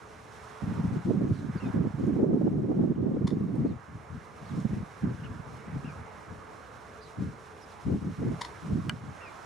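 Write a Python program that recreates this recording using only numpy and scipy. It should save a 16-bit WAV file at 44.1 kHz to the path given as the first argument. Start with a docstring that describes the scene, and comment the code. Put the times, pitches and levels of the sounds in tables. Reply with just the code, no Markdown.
"""A breezy reed bed by a pond. From the start, reeds hiss over a far-off roar that leans to the right.
Within a second gusts thump on the microphone, and the recorder turns itself down under the strongest.
Leaves rush, dry stems tick and small birds chirp faintly. Just after 3 s something stiff creaks close
by, and then the wind dies down. Near 8 s the gusts pick up again, a second creak follows, and near 9 s
comes one sharp snap."""
import sys
import numpy as np
from scipy import signal
from scipy.io import wavfile
from scipy.ndimage import uniform_filter1d, minimum_filter1d

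SR = 44100
rng = np.random.default_rng(int(sys.argv[2]) if len(sys.argv) > 2 else 0)


def transcribe(signal):
    """Save signal, clipped to [-1, 1], as a 16-bit WAV file at the path in sys.argv[1]."""
    frames = np.atleast_2d(signal).T
    limited = np.clip(frames, -1, 1)
    pcm = np.round(limited * 32767).astype(np.int16)
    wavfile.write(sys.argv[1], SR, pcm)


N = 416744

# how alike the background is on the left and right: pitch_hz, likeness (1 = the same)
AIR_LIKENESS = [(60, 0.88), (200, .4), (420, 0.56), (750, .1), (1300, 0.71), (3000, 0.65), (7000, 0.63),
                (14000, .36)]
# which side the roar and hiss lean to: pitch_hz, pan_db (always left minus right)
AIR_BALANCE = [(400, 0), (690, -0.5), (1270, -11.5), (2330, -2), (4300, -0.5), (14000, -2)]
# the tones a dry stem rings with: pitch_hz, level_db, ring_s (time to fade by 60 dB), pan_db
STEM_TONES = [(2780, -18, 0.0061, 0.5), (3400, -4.5, 0.0084, -0.5), (5460, -13, 0.0027, -5),
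              (6640, 2.5, 0.0055, -4.5), (9130, -5, 0.0076, -10)]


def gust_strength(attack_s=0.022, fall_db_per_s=265, calm_db=-61.5):
    """The wind's level in dB: each gust comes on quickly, holds, then drops away to calm air."""
    # gusts reaching the microphone: start_s, length_s, level_db
    gusts = [(0.617, 0.18, -34.5), (0.81, 0.1, -34.5), (0.915, 0.057, -30), (1.041, 0.053, -26.5),
             (1.127, 0.19, -26.5), (1.335, 0.17, -32), (1.544, 0.028, -34.5), (1.609, 0.081, -28.5),
             (1.73, 0.14, -24), (1.965, 0.64, -27), (2.145, 0.35, -23), (2.497, 0.29, -23),
             (2.765, 0.15, -22), (2.949, 0.32, -24.5), (3.3, 0.222, -26), (3.523, 0.15, -25),
             (3.67, 0.056, -29), (3.875, 0.096, -38.5), (4.092, 0.07, -38.5), (4.398, 0.062, -46),
             (4.492, 0.12, -34), (4.63, 0.044, -37.5), (4.688, 0.096, -32), (5.011, 0.11, -32.5),
             (5.178, 0.18, -41), (5.438, 0.15, -47), (5.652, 0.038, -41), (5.717, 0.04, -35.5),
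             (5.824, 0.063, -36.5), (5.948, 0.055, -42), (6.278, 0.064, -44.5), (7.167, 0.11, -36.5),
             (7.843, 0.12, -31), (8.006, 0.088, -29.5), (8.172, 0.15, -30), (8.62, 0.035, -33.5),
             (8.677, 0.12, -29.5), (8.826, 0.12, -34.5), (9.003, 0.097, -40)]
    age_s = np.arange(SR) / SR
    power = np.full(N, from_db(calm_db) ** 2)
    for start_s, length_s, db in gusts:
        onset = np.minimum(age_s / attack_s, 1)
        lost_db = fall_db_per_s * np.maximum(age_s - length_s, 0)
        add(power, start_s, (onset * from_db(db - lost_db)) ** 2)
    return 10 * np.log10(power)


def wind(gust_db, boost_db=1.0, strong_db=-28.0, brightening=0.12, thinning=0.68):
    """Swirling air beats on the microphone; a stronger gust sheds smaller swirls, which sound higher."""
    # the tone of the rumble: pitch_hz, level_db
    spectrum = [(25, -36), (45, -50.5), (70, -10), (110, 1), (180, 4.5), (320, -5), (490, -29.5),
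                (750, -41), (1100, -44.5)]
    # how alike its two sides are: pitch_hz, likeness (noise_bands limits the range)
    likeness = [(60, 0.95), (140, 0.86), (280, 0.49), (550, -1.3), (1100, -0.53)]
    # which side it leans to: pitch_hz, pan_db
    balance = [(100, 4), (200, 1.5), (370, -2.5), (1000, -3)]
    excess_db = np.maximum(gust_db - strong_db, -13)
    tilt_db = thinning * excess_db  # per octave: the weight moves out of the bass
    # small swirls come in quick bursts that lift the upper bands
    reach_db = brightening * excess_db + 2.5 * np.clip(drift(42), -2, 2)
    rumble = 0
    for hz, band in noise_bands(spectrum, likeness, balance):
        octaves_up = np.log2(hz / 180)
        lift_db = reach_db * max(octaves_up, 0) + tilt_db * np.clip(octaves_up, -1.3, 1.5)
        rumble = rumble + band * from_db(lift_db)
    rumble = lowpass(rumble, hz=900, order=3) * flutter(rate=35, depth_db=2.5)
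    each_side = np.array([flutter(rate=48, depth_db=3), flutter(rate=25, depth_db=3)])
    rumble = rumble * each_side * panned(-2.45)
    # keep the quick lumps, but let the gust and its puffs set the slow level
    slow_level = np.sqrt(uniform_filter1d(rumble.mean(axis=0) ** 2, size=2400) + 1e-12)
    puffs = flutter(rate=14, depth_db=1.45)
    return rumble / slow_level * from_db(gust_db + boost_db) * puffs


def wind_thumps(rise_share=0.3):
    """A big swirl of air hits the microphone as one thump; smaller, higher ones differ more by side."""
    # single swirls: peak_s, length_s (a third of the whole thump), level_db, pitch_hz, pan_db
    swirls = [(0.626, 0.012, -35.5, 224, -7), (0.66, 0.015, -52, 190, -2), (0.702, 0.018, -33, 162, -9),
              (0.8, 0.013, -26, 189, -4), (0.848, 0.013, -21.5, 178, 2), (0.882, .016, -30, 148, -3),
              (0.908, 0.01, -31.5, 187, -7), (0.963, .011, -23, 199, 7), (1.077, 0.018, -25, 220, 5),
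              (1.105, 0.012, -18.5, 298, -13.5), (1.141, 0.018, -28, 310, -4),
              (1.176, 0.011, -21.5, 212, -6), (1.215, .012, -23, 317, -3), (1.251, 0.016, -29, 230, 9),
              (1.307, 0.026, -18, 172, -0.5), (1.491, 0.015, -24.5, 141, 2.5), (1.559, 0.011, -22, 190, 3),
              (1.766, 0.012, -25, 252, -2), (1.801, 0.022, -20, 159, -7), (1.85, 0.015, -20.5, 250, -3),
              (1.948, 0.017, -23.5, 165, -9), (2.029, 0.016, -23, 202, 11), (2.08, 0.021, -18, 250, -4),
              (2.128, .012, -19.5, 201, -7), (2.169, 0.0076, -20, 323, -14), (2.198, 0.02, -19, 336, 3),
              (2.229, 0.0097, -10, 262, -3), (2.24, 0.0075, -18, 427, -12), (2.294, 0.013, -19, 209, 5),
              (2.312, 0.0087, -20.5, 337, 2), (2.338, .018, -13.5, 269, -3), (2.365, 0.012, -21, 334, -2),
              (2.415, .007, -20.5, 392, -12), (2.451, 0.0097, -16.5, 243, 4), (2.469, .012, -18.5, 367, -7),
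              (2.532, 0.016, -24, 216, -18), (2.649, 0.021, -22.5, 267, -16), (2.69, 0.024, -19.5, 279, -3),
              (2.717, 0.0075, -29, 420, -1), (2.809, 0.008, -13, 223, -4.5), (2.836, 0.013, -19, 370, -7),
              (2.904, 0.022, -15.5, 222, 0), (3.003, 0.022, -22, 155, 0), (3.032, 0.011, -22, 322, -3),
              (3.063, 0.018, -21.5, 300, -18), (3.113, .008, -29, 345, -10),
              (3.166, 0.0086, -21.5, 363, -3), (3.22, 0.0087, -29, 360, -8), (3.246, 0.013, -12.5, 182, -1),
              (3.316, 0.0057, -24, 330, -9), (3.335, 0.027, -21.5, 248, -6), (3.418, 0.024, -25, 218, -7),
              (3.594, 0.03, -19.5, 197, 5), (3.654, 0.013, -23.5, 325, 13), (3.957, .012, -34, 159, 0),
              (4.153, .014, -39, 162, 0), (4.576, 0.016, -28, 187, -4), (4.653, 0.01, -21.5, 194, -8),
              (4.714, 0.012, -34, 157, -8), (4.822, 0.01, -32.5, 164, -3), (5.037, .01, -24, 185, -11),
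              (5.078, 0.011, -26.5, 171, -2), (5.4, 0.011, -35, 148, -5), (5.761, 0.021, -32, 146, 4),
              (7.212, 0.021, -30.5, 171, 7), (7.262, 0.018, -33, 163, 3), (7.9, 0.009, -31, 370, 5),
              (7.921, .012, -20, 193, 6), (7.943, .014, -24, 204, 6), (8.078, .014, -29, 209, 2),
              (8.102, 0.0088, -35.5, 175, -7), (8.217, 0.012, -29, 185, -6), (8.223, .012, -29.5, 340, 3),
              (8.251, .009, -23, 216, -3), (8.267, 0.013, -33, 390, 0), (8.271, 0.012, -25.5, 216, 2),
              (8.302, 0.01, -26.5, 173, -6), (8.726, .012, -24, 172, 6), (8.767, 0.017, -32, 210, 2.5),
              (8.881, .013, -30, 150, -2)]
    out = np.zeros((2, N))
    for peak_s, length_s, db, hz, pan_db in swirls:
        progress = np.linspace(0, 1, round(3 * length_s * SR))
        swell = np.sin(np.pi / 2 * np.interp(progress, [0, rise_share, 1], [0, 1, 0])) ** 2
        noise = highpass(rng.standard_normal((2, SR // 4)), 0.76 * hz, order=3)
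        noise = lowpass(noise, 1.071 * hz, order=4)[:, -len(swell):]
        middle, side = (rms_one(part * swell) * swell.std() * np.sqrt(3) for part in noise)
        side = side * from_db(-10 + 8 * np.log2(hz / 180))
        thump = from_db(db) * (middle + side * [[1], [-1]]) * panned(pan_db)
        add(out, peak_s - rise_share * len(swell) / SR, thump)
    return out


def creaks(unevenness=0.072, scrape_db=-37, scrape_s=0.18, grains_per_s=6000):
    """A stiff joint sticks and slips about a thousand times a second, then scrapes on briefly."""
    # runs of slips, two to a creak:
    # start_s, length_s, first_slips_per_s, last_slips_per_s, level_db, pan_db, top_hz
    runs = [(3.2696, 0.01, 800, 1220, -28, 3, 11000), (3.303, 0.0038, 1140, 830, -33, 0, 5470),
            (8.4106, 0.009, 780, 1200, -25, 3, 9300), (8.4465, 0.0042, 1020, 800, -29, 3.5, 5600)]
    # the tones the creaking part rings with: pitch_hz, level_db, ring_s
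    tones = [(990, -1, 0.0086), (1910, -3.5, 0.0059), (3610, -7, 0.0074), (4300, -5, 0.0056),
             (5160, -7.5, 0.005), (6600, -12.5, 0.0034), (7400, -27, 0.0026), (9100, -14, 0.002)]
    slips, wobble = np.zeros((2, N)), drift(440)
    for start_s, length_s, first, last, db, pan_db, top_hz in runs:
        rate = np.linspace(first, last, round(length_s * SR))
        rate = rate * (1 + unevenness * np.roll(wobble, -round(start_s * SR))[:len(rate)])
        clicks = np.diff(np.floor(np.cumsum(rate) / SR), prepend=-1)
        force = np.linspace(0.3, 1, len(rate))  # harder as the joint gives way
        add(slips, start_s, from_db(db) * lowpass(clicks * force, top_hz) * panned(pan_db))
    # rubbing noise dies away after the slips
    sliding = signal.lfilter([1], [1, -from_db(-60 / (scrape_s * SR))], slips + 1e-18)
    scrape = from_db(scrape_db) * sliding * rng.standard_normal(N) * (rng.random(N) < grains_per_s / SR)
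    body = sum(ring(slips + scrape, *tone) for tone in tones)
    body = smear(body, bending=0.51, stages=8)
    body = highpass(body, hz=650)  # a small part gives off little bass
    return scatter(body, level_db=-7.5, fade_s=0.12)


def snap():
    """Something stiff snaps: three hits, so close that they sound as one, set it ringing."""
    # the hits: start_s, level_db
    hits = [(8.8938, -31), (8.8946, -16), (8.8953, -37)]
    # the tones the snapping part rings with: pitch_hz, level_db, ring_s, pan_db
    tones = [(1464, -21, 0.079, -16.5), (1635, -13.5, 0.047, -13.5), (2050, -11, 0.019, -5),
             (2390, -14, 0.027, 5), (2990, -2.5, 0.016, 3), (4420, -12, 0.011, -4), (6000, -18, 0.0053, 8),
             (7730, -19, 0.014, 4), (9900, -21, 0.0063, -12)]
    crack = smear(knocks(hits, tones), bending=0.57, stages=20)
    return scatter(crack, level_db=-16, fade_s=0.079)


def stem_ticks():
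    """Dry stems knock together; a thinner stem rings higher."""
    # the knocks: start_s, level_db, pitch_ratio (1 = the usual stem)
    hits = [(1.049, -54, .6), (1.998, -57, 1), (2.068, -49, 1), (3.555, -51, 1.3), (4.602, -51, 1)]
    ticks = 0
    for start_s, db, pitch_ratio in hits:
        tones = [(hz * pitch_ratio, *rest) for hz, *rest in STEM_TONES]
        ticks = ticks + knocks([(start_s, db)], tones)
    return scatter(ticks, level_db=-1, fade_s=0.08)


def birds(opening_ratio=0.71, fall_curve=0.96, waver=0.012, overtone_db=-17):
    """Birds whistle notes that rise and fall, some raspy, blurred by echoes across the pond."""
    # the notes: start_s, length_s, top_hz, last_hz, rise_share (0-1), level_db, pan_db, rasp (0-1)
    notes = [(1.328, 0.036, 4750, 4600, 0.26, -61, -6, .2), (1.33, .085, 4200, 3580, 0.42, -58, -6, 0.6),
             (1.568, .032, 5000, 3900, 0.11, -55, -8, .1), (1.587, .085, 2795, 2390, .25, -49, 9, 0),
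             (1.644, .034, 3620, 3550, 0.37, -56, -2, 0.3), (2.951, .012, 3330, 2600, .15, -57, 5, 0.3),
             (3.01, 0.045, 3580, 3200, 0.18, -67, 0, .6), (3.136, .022, 3950, 3850, .85, -62, 0, .2),
             (3.658, 0.078, 4460, 3430, 0.29, -63, 8, 1), (4.449, 0.076, 4500, 3170, .27, -61.5, -12, .55),
             (5.194, 0.022, 3200, 3080, 0.66, -60, 4, .3), (5.231, .036, 3020, 2550, 0.42, -53, -5, .35),
             (5.232, 0.022, 2095, 1600, 0.28, -52, 9, 0.8), (5.836, .084, 2790, 2240, 0.27, -53.5, 7, 0.25),
             (7.005, .04, 4900, 4520, .4, -60, -8, 0.1), (6.995, 0.12, 4300, 3520, .4, -63, -6, 0.7),
             (7.61, .038, 5930, 4790, .15, -60, -1, .1), (7.607, .034, 5370, 4800, 0.28, -64, -6, .3),
             (7.697, .04, 5550, 3300, .1, -63, -2, .3), (9.2, .105, 2790, 2220, .2, -52, 5, 0.2)]
    # echoes off the far banks and the wall of reeds: delay_s, level_db
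    echoes = [(0.018, -14), (0.035, -23), (.064, -34), (0.106, -23)]
    out, roughness = np.zeros((2, N)), drift(380)
    for start_s, length_s, top_hz, last_hz, rise_share, db, pan_db, rasp in notes:
        progress = np.linspace(0, 1, round(length_s * SR))
        rising = np.interp(progress, [0, rise_share], [1, 0])
        falling = np.interp(progress, [rise_share, 1], [0, 1])
        hz = top_hz * (1 - (1 - opening_ratio) * rising ** 2) - (top_hz - last_hz) * falling ** fall_curve
        wobble = np.interp(progress, np.linspace(0, 1, 20), rng.standard_normal(20))
        phase = 2 * np.pi * np.cumsum(hz * (1 + waver * wobble)) / SR
        whistle = np.sin(phase) + from_db(overtone_db) * np.sin(2 * phase)
        # an uneven voice makes the pure tone raspy
        voice = rms_one(1 - rasp + rasp * np.roll(roughness, -round(start_s * SR))[:len(progress)])
        swell = np.sqrt(np.abs(np.sin(np.pi * progress)))
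        add(out, start_s, from_db(db) * whistle * voice * swell * panned(pan_db))
    direct = out.copy()
    for delay_s, db in echoes:
        add(out, delay_s, from_db(db) * direct)
    return scatter(out, level_db=-4.5, fade_s=0.12)


def leaf_rush(pan_db=-7.5):
    """A breeze sweeps through the leaves: an airy rush that swells and fades."""
    # the sweeps: peak_s, length_s, level_db
    sweeps = [(0.782, 0.6, -49.5), (1.687, 0.32, -50.5), (1.994, 0.19, -50.5), (2.95, 0.49, -51.5),
              (9.283, 0.55, -51)]
    # the tone of the leaves: pitch_hz, level_db
    spectrum = [(500, -5), (700, 2.5), (1100, 4.5), (1600, 1), (2100, -11.5), (3000, -16.5)]
    t = np.arange(N) / SR
    swell = sum(from_db(db) * np.exp(-2 * ((t - peak_s) / length_s) ** 2)
                for peak_s, length_s, db in sweeps)
    return swell * sum(band for _, band in noise_bands(spectrum, AIR_LIKENESS, [(1000, pan_db)]))


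def reeds(hiss_db, boost_db=4.0, touches_per_s=150, touch_spread_db=4, touch_db=-9):
    """Far leaves blend into a hiss that sways a little; nearer ones touch with tiny dry clicks."""
    # the tone of the hiss: pitch_hz, level_db
    spectrum = [(1530, -24.5), (2600, 7.5), (3190, -5.5), (4340, -1.5), (5330, -2.5), (6590, -6.5),
                (8030, -10), (10000, -11), (11500, -20.5), (13300, -24.5), (14300, -32), (15000, -36)]
    hiss = sum(band for _, band in noise_bands(spectrum, AIR_LIKENESS, AIR_BALANCE))
    hiss = hiss * flutter(rate=11, depth_db=1.3)
    hiss = 0.5 * (hiss + signal.lfilter(*signal.iirnotch(4680, 10, fs=SR), hiss))  # a shallow treble dip
    touches = 0
    for *tone, pan_db in STEM_TONES:
        sizes = from_db(-touch_spread_db * np.minimum(rng.exponential(1, N), 4))
        clicks = sizes * rng.choice([-1, 1], N) * (rng.random(N) < touches_per_s / SR)
        touches = touches + ring(clicks, *tone) * panned(pan_db)
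    return from_db(hiss_db) * (from_db(boost_db) * hiss + from_db(touch_db) * rms_one(touches))


def far_roar(roar_db, boost_db=3.5):
    """A smooth distant roar, like that of a road, with a drone on one pitch inside it."""
    # the tone of the roar: pitch_hz, level_db
    spectrum = [(35, -6.5), (75, 7), (160, 0), (250, -1.5), (350, -1.5), (600, -0.5), (900, -1),
                (1250, 1.5), (1600, -5), (2100, -9), (2600, -18), (3200, -24.5)]
    # how the drone swells and fades: time_s, level_db
    drone_levels = [(0.0, -58.5), (1.0, -55.5), (3.8, -59.5), (5.3, -58.5), (6.0, -64.5), (6.8, -58),
                    (7.6, -56.5), (8.8, -59.5), (9.2, -61)]
    bands = noise_bands(spectrum, AIR_LIKENESS, AIR_BALANCE)
    roar = lowpass(sum(band * flutter(rate=5.9, depth_db=1.67) for _, band in bands), hz=3640)
    drone = rms_one(ring(rng.standard_normal(N), hz=435, db=0, ring_s=0.15))
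    drone = drone * flutter(rate=5.1, depth_db=2.3) * panned(0.84)
    drone_db, = in_time(drone_levels)
    return from_db(roar_db + boost_db) * roar + from_db(drone_db) * drone


def noise_bands(spectrum, likeness, balance):
    """Stereo noise in slices 0.4 octave wide, each given as (pitch_hz, sound)."""
    edges = 2 ** np.arange(np.log2(spectrum[0][0]), np.log2(spectrum[-1][0]) + 0.4, 0.4)
    centres = np.sqrt(edges[1:] * edges[:-1])
    gains = from_db(at_hz(spectrum, centres)) * np.sqrt(centres)  # wider slices hold more power
    white = rng.standard_normal((2, 2, N))
    for k, (hz, gain) in enumerate(zip(centres, gains / np.linalg.norm(gains))):
        bandpass = signal.butter(2, edges[k:k + 2], "band", fs=SR, output="sos")
        middle, side = rms_one(signal.sosfilt(bandpass, white[k % 2]))
        alike = np.clip(at_hz(likeness, hz), -0.6, 0.95)
        pair = middle + np.sqrt((1 - alike) / (1 + alike)) * side * [[1], [-1]]
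        yield hz, gain * pair * panned(at_hz(balance, hz))


def knocks(hits, tones):
    """Each hit is a click that sets a part ringing; each tone leans to its own side."""
    clicks = np.zeros(N)
    for start_s, db in hits:
        add(clicks, start_s, from_db([db]))
    return sum(ring(clicks, *tone) * panned(pan_db) for *tone, pan_db in tones)


def ring(x, hz, db, ring_s):
    """Every push in x starts a tone that fades by 60 dB in ring_s."""
    decay, step = from_db(-60 / (ring_s * SR)), 2 * np.pi * hz / SR
    feedback = [1, -2 * decay * np.cos(step), decay * decay]
    return from_db(db) * signal.lfilter([0, np.sin(step)], feedback, x + 1e-18)


def smear(x, bending, stages):
    """A bending part carries treble faster than bass, so a click spreads out a little in time."""
    return signal.sosfilt([[-bending, 1, 0, 1, -bending, 0]] * stages, x + 1e-18)


def scatter(x, level_db, fade_s):
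    """Countless stems throw a sound back as a short, soft tail."""
    t = np.arange(SR // 2) / SR
    tail = rng.standard_normal((2, len(t))) * from_db(-60 * t / fade_s)
    tail /= np.linalg.norm(tail, axis=1, keepdims=True)
    return x + from_db(level_db) * signal.fftconvolve(x, tail, axes=1)[:, :N]


def drift(rate):
    """A smooth random curve of typical size 1, changing about `rate` times a second."""
    decay = np.exp(-40 * np.pi * rate / SR)
    noise = rng.standard_normal(N // 20 + 4002)  # one value for every 20 samples
    slow = signal.lfilter([1], [1, -2 * decay, decay * decay], noise)[4000:]
    return np.interp(np.arange(N) / 20, np.arange(len(slow)), rms_one(slow))


def flutter(rate, depth_db):
    """A wavering volume with an average power of 1."""
    return rms_one(from_db(depth_db * np.clip(drift(rate), -2, 2)))


def from_db(db):
    """Turn decibels into a number to multiply by."""
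    return 10 ** (np.asarray(db) / 20)


def rms_one(x):
    """Scale a sound to an average power of 1."""
    return x / np.sqrt(np.mean(x ** 2) + 1e-20)


def in_time(rows):
    """Join timed points with straight lines, giving one curve for each value column."""
    times_s, *columns = np.transpose(rows)
    return [np.interp(np.arange(N) / SR, times_s, column) for column in columns]


def at_hz(points, hz):
    """Read a table at any pitch, with the octaves evenly spaced."""
    pitches_hz, values = np.transpose(points)
    return np.interp(np.log(hz), np.log(pitches_hz), values)


def panned(pan_db):
    """Left and right volumes that average 1; a positive pan_db leans left."""
    gains = from_db(np.array([[0.5], [-0.5]]) * pan_db)
    return gains / gains.mean()


def add(track, start_s, sound):
    """Mix a sound into a track at start_s."""
    i = round(start_s * SR)
    track[..., i:i + sound.shape[-1]] += sound[..., :N - i]


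def lowpass(x, hz, order=2):
    """Turn down everything above hz."""
    return signal.sosfilt(signal.butter(order, hz, fs=SR, output="sos"), x)


def highpass(x, hz, order=2):
    """Turn down everything below hz."""
    return signal.sosfilt(signal.butter(order, hz, "high", fs=SR, output="sos"), x)


def auto_volume(x, threshold_db=-28.5, squeeze=0.69, hold_s=0.31, recovery_db_per_s=15):
    """The recorder turns down at once when the sound gets loud, waits, then creeps back up."""
    level_db = 10 * np.log10(uniform_filter1d(x.mean(axis=0) ** 2, size=3500) + 1e-12)
    wanted_db = squeeze * np.minimum(threshold_db - level_db, 0)
    half_hold = round(hold_s * SR / 2)
    held_db = minimum_filter1d(wanted_db, size=2 * half_hold + 1, origin=half_hold)
    recovered_db = recovery_db_per_s * np.arange(N) / SR
    gain_db = np.minimum.accumulate(held_db - recovered_db) + recovered_db
    return x * from_db(uniform_filter1d(gain_db, size=1300))


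def scene():
    """Mix the small close sounds, the wind on the microphone and the pond's surroundings."""
    # how the background swells and fades, before each layer's boost: time_s, roar_db, hiss_db
    background_levels = [(0.0, -54, -66), (0.5, -53.5, -65), (0.8, -53, -65.5), (1.38, -49, -62.5),
                         (1.7, -44.5, -60.5), (1.87, -48.5, -64.5), (2.0, -48.5, -61), (2.15, -49, -63.5),
                         (2.45, -50.5, -64.5), (3.1, -54, -67.5), (3.4, -50.5, -66), (4.0, -51, -66.5),
                         (4.3, -53.5, -68.5), (4.55, -52, -66), (5.3, -52, -67), (6.0, -51.5, -67.5),
                         (6.7, -52.5, -68), (7.45, -54, -66.5), (7.95, -52.5, -65), (8.4, -48.5, -62.5),
                         (8.8, -52, -64.5), (9.45, -53, -65.5)]
    roar_db, hiss_db = in_time(background_levels)
    close = lowpass(snap(), hz=11500, order=4) + lowpass(creaks() + stem_ticks(), hz=11200, order=5)
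    gusts = wind(gust_strength()) + wind_thumps()
    return close + gusts + far_roar(roar_db) + leaf_rush() + reeds(hiss_db) + birds()


def record(dry):
    """The recorder cuts the deepest rumble, turns down under gusts and cuts the highest treble."""
    levelled = auto_volume(highpass(dry, hz=46, order=3))
    treble_cut = signal.ellip(10, 0.1, 80, 14500, fs=SR, output="sos")
    return signal.sosfilt(treble_cut, levelled)


dry = scene()
out = record(dry)
transcribe(out)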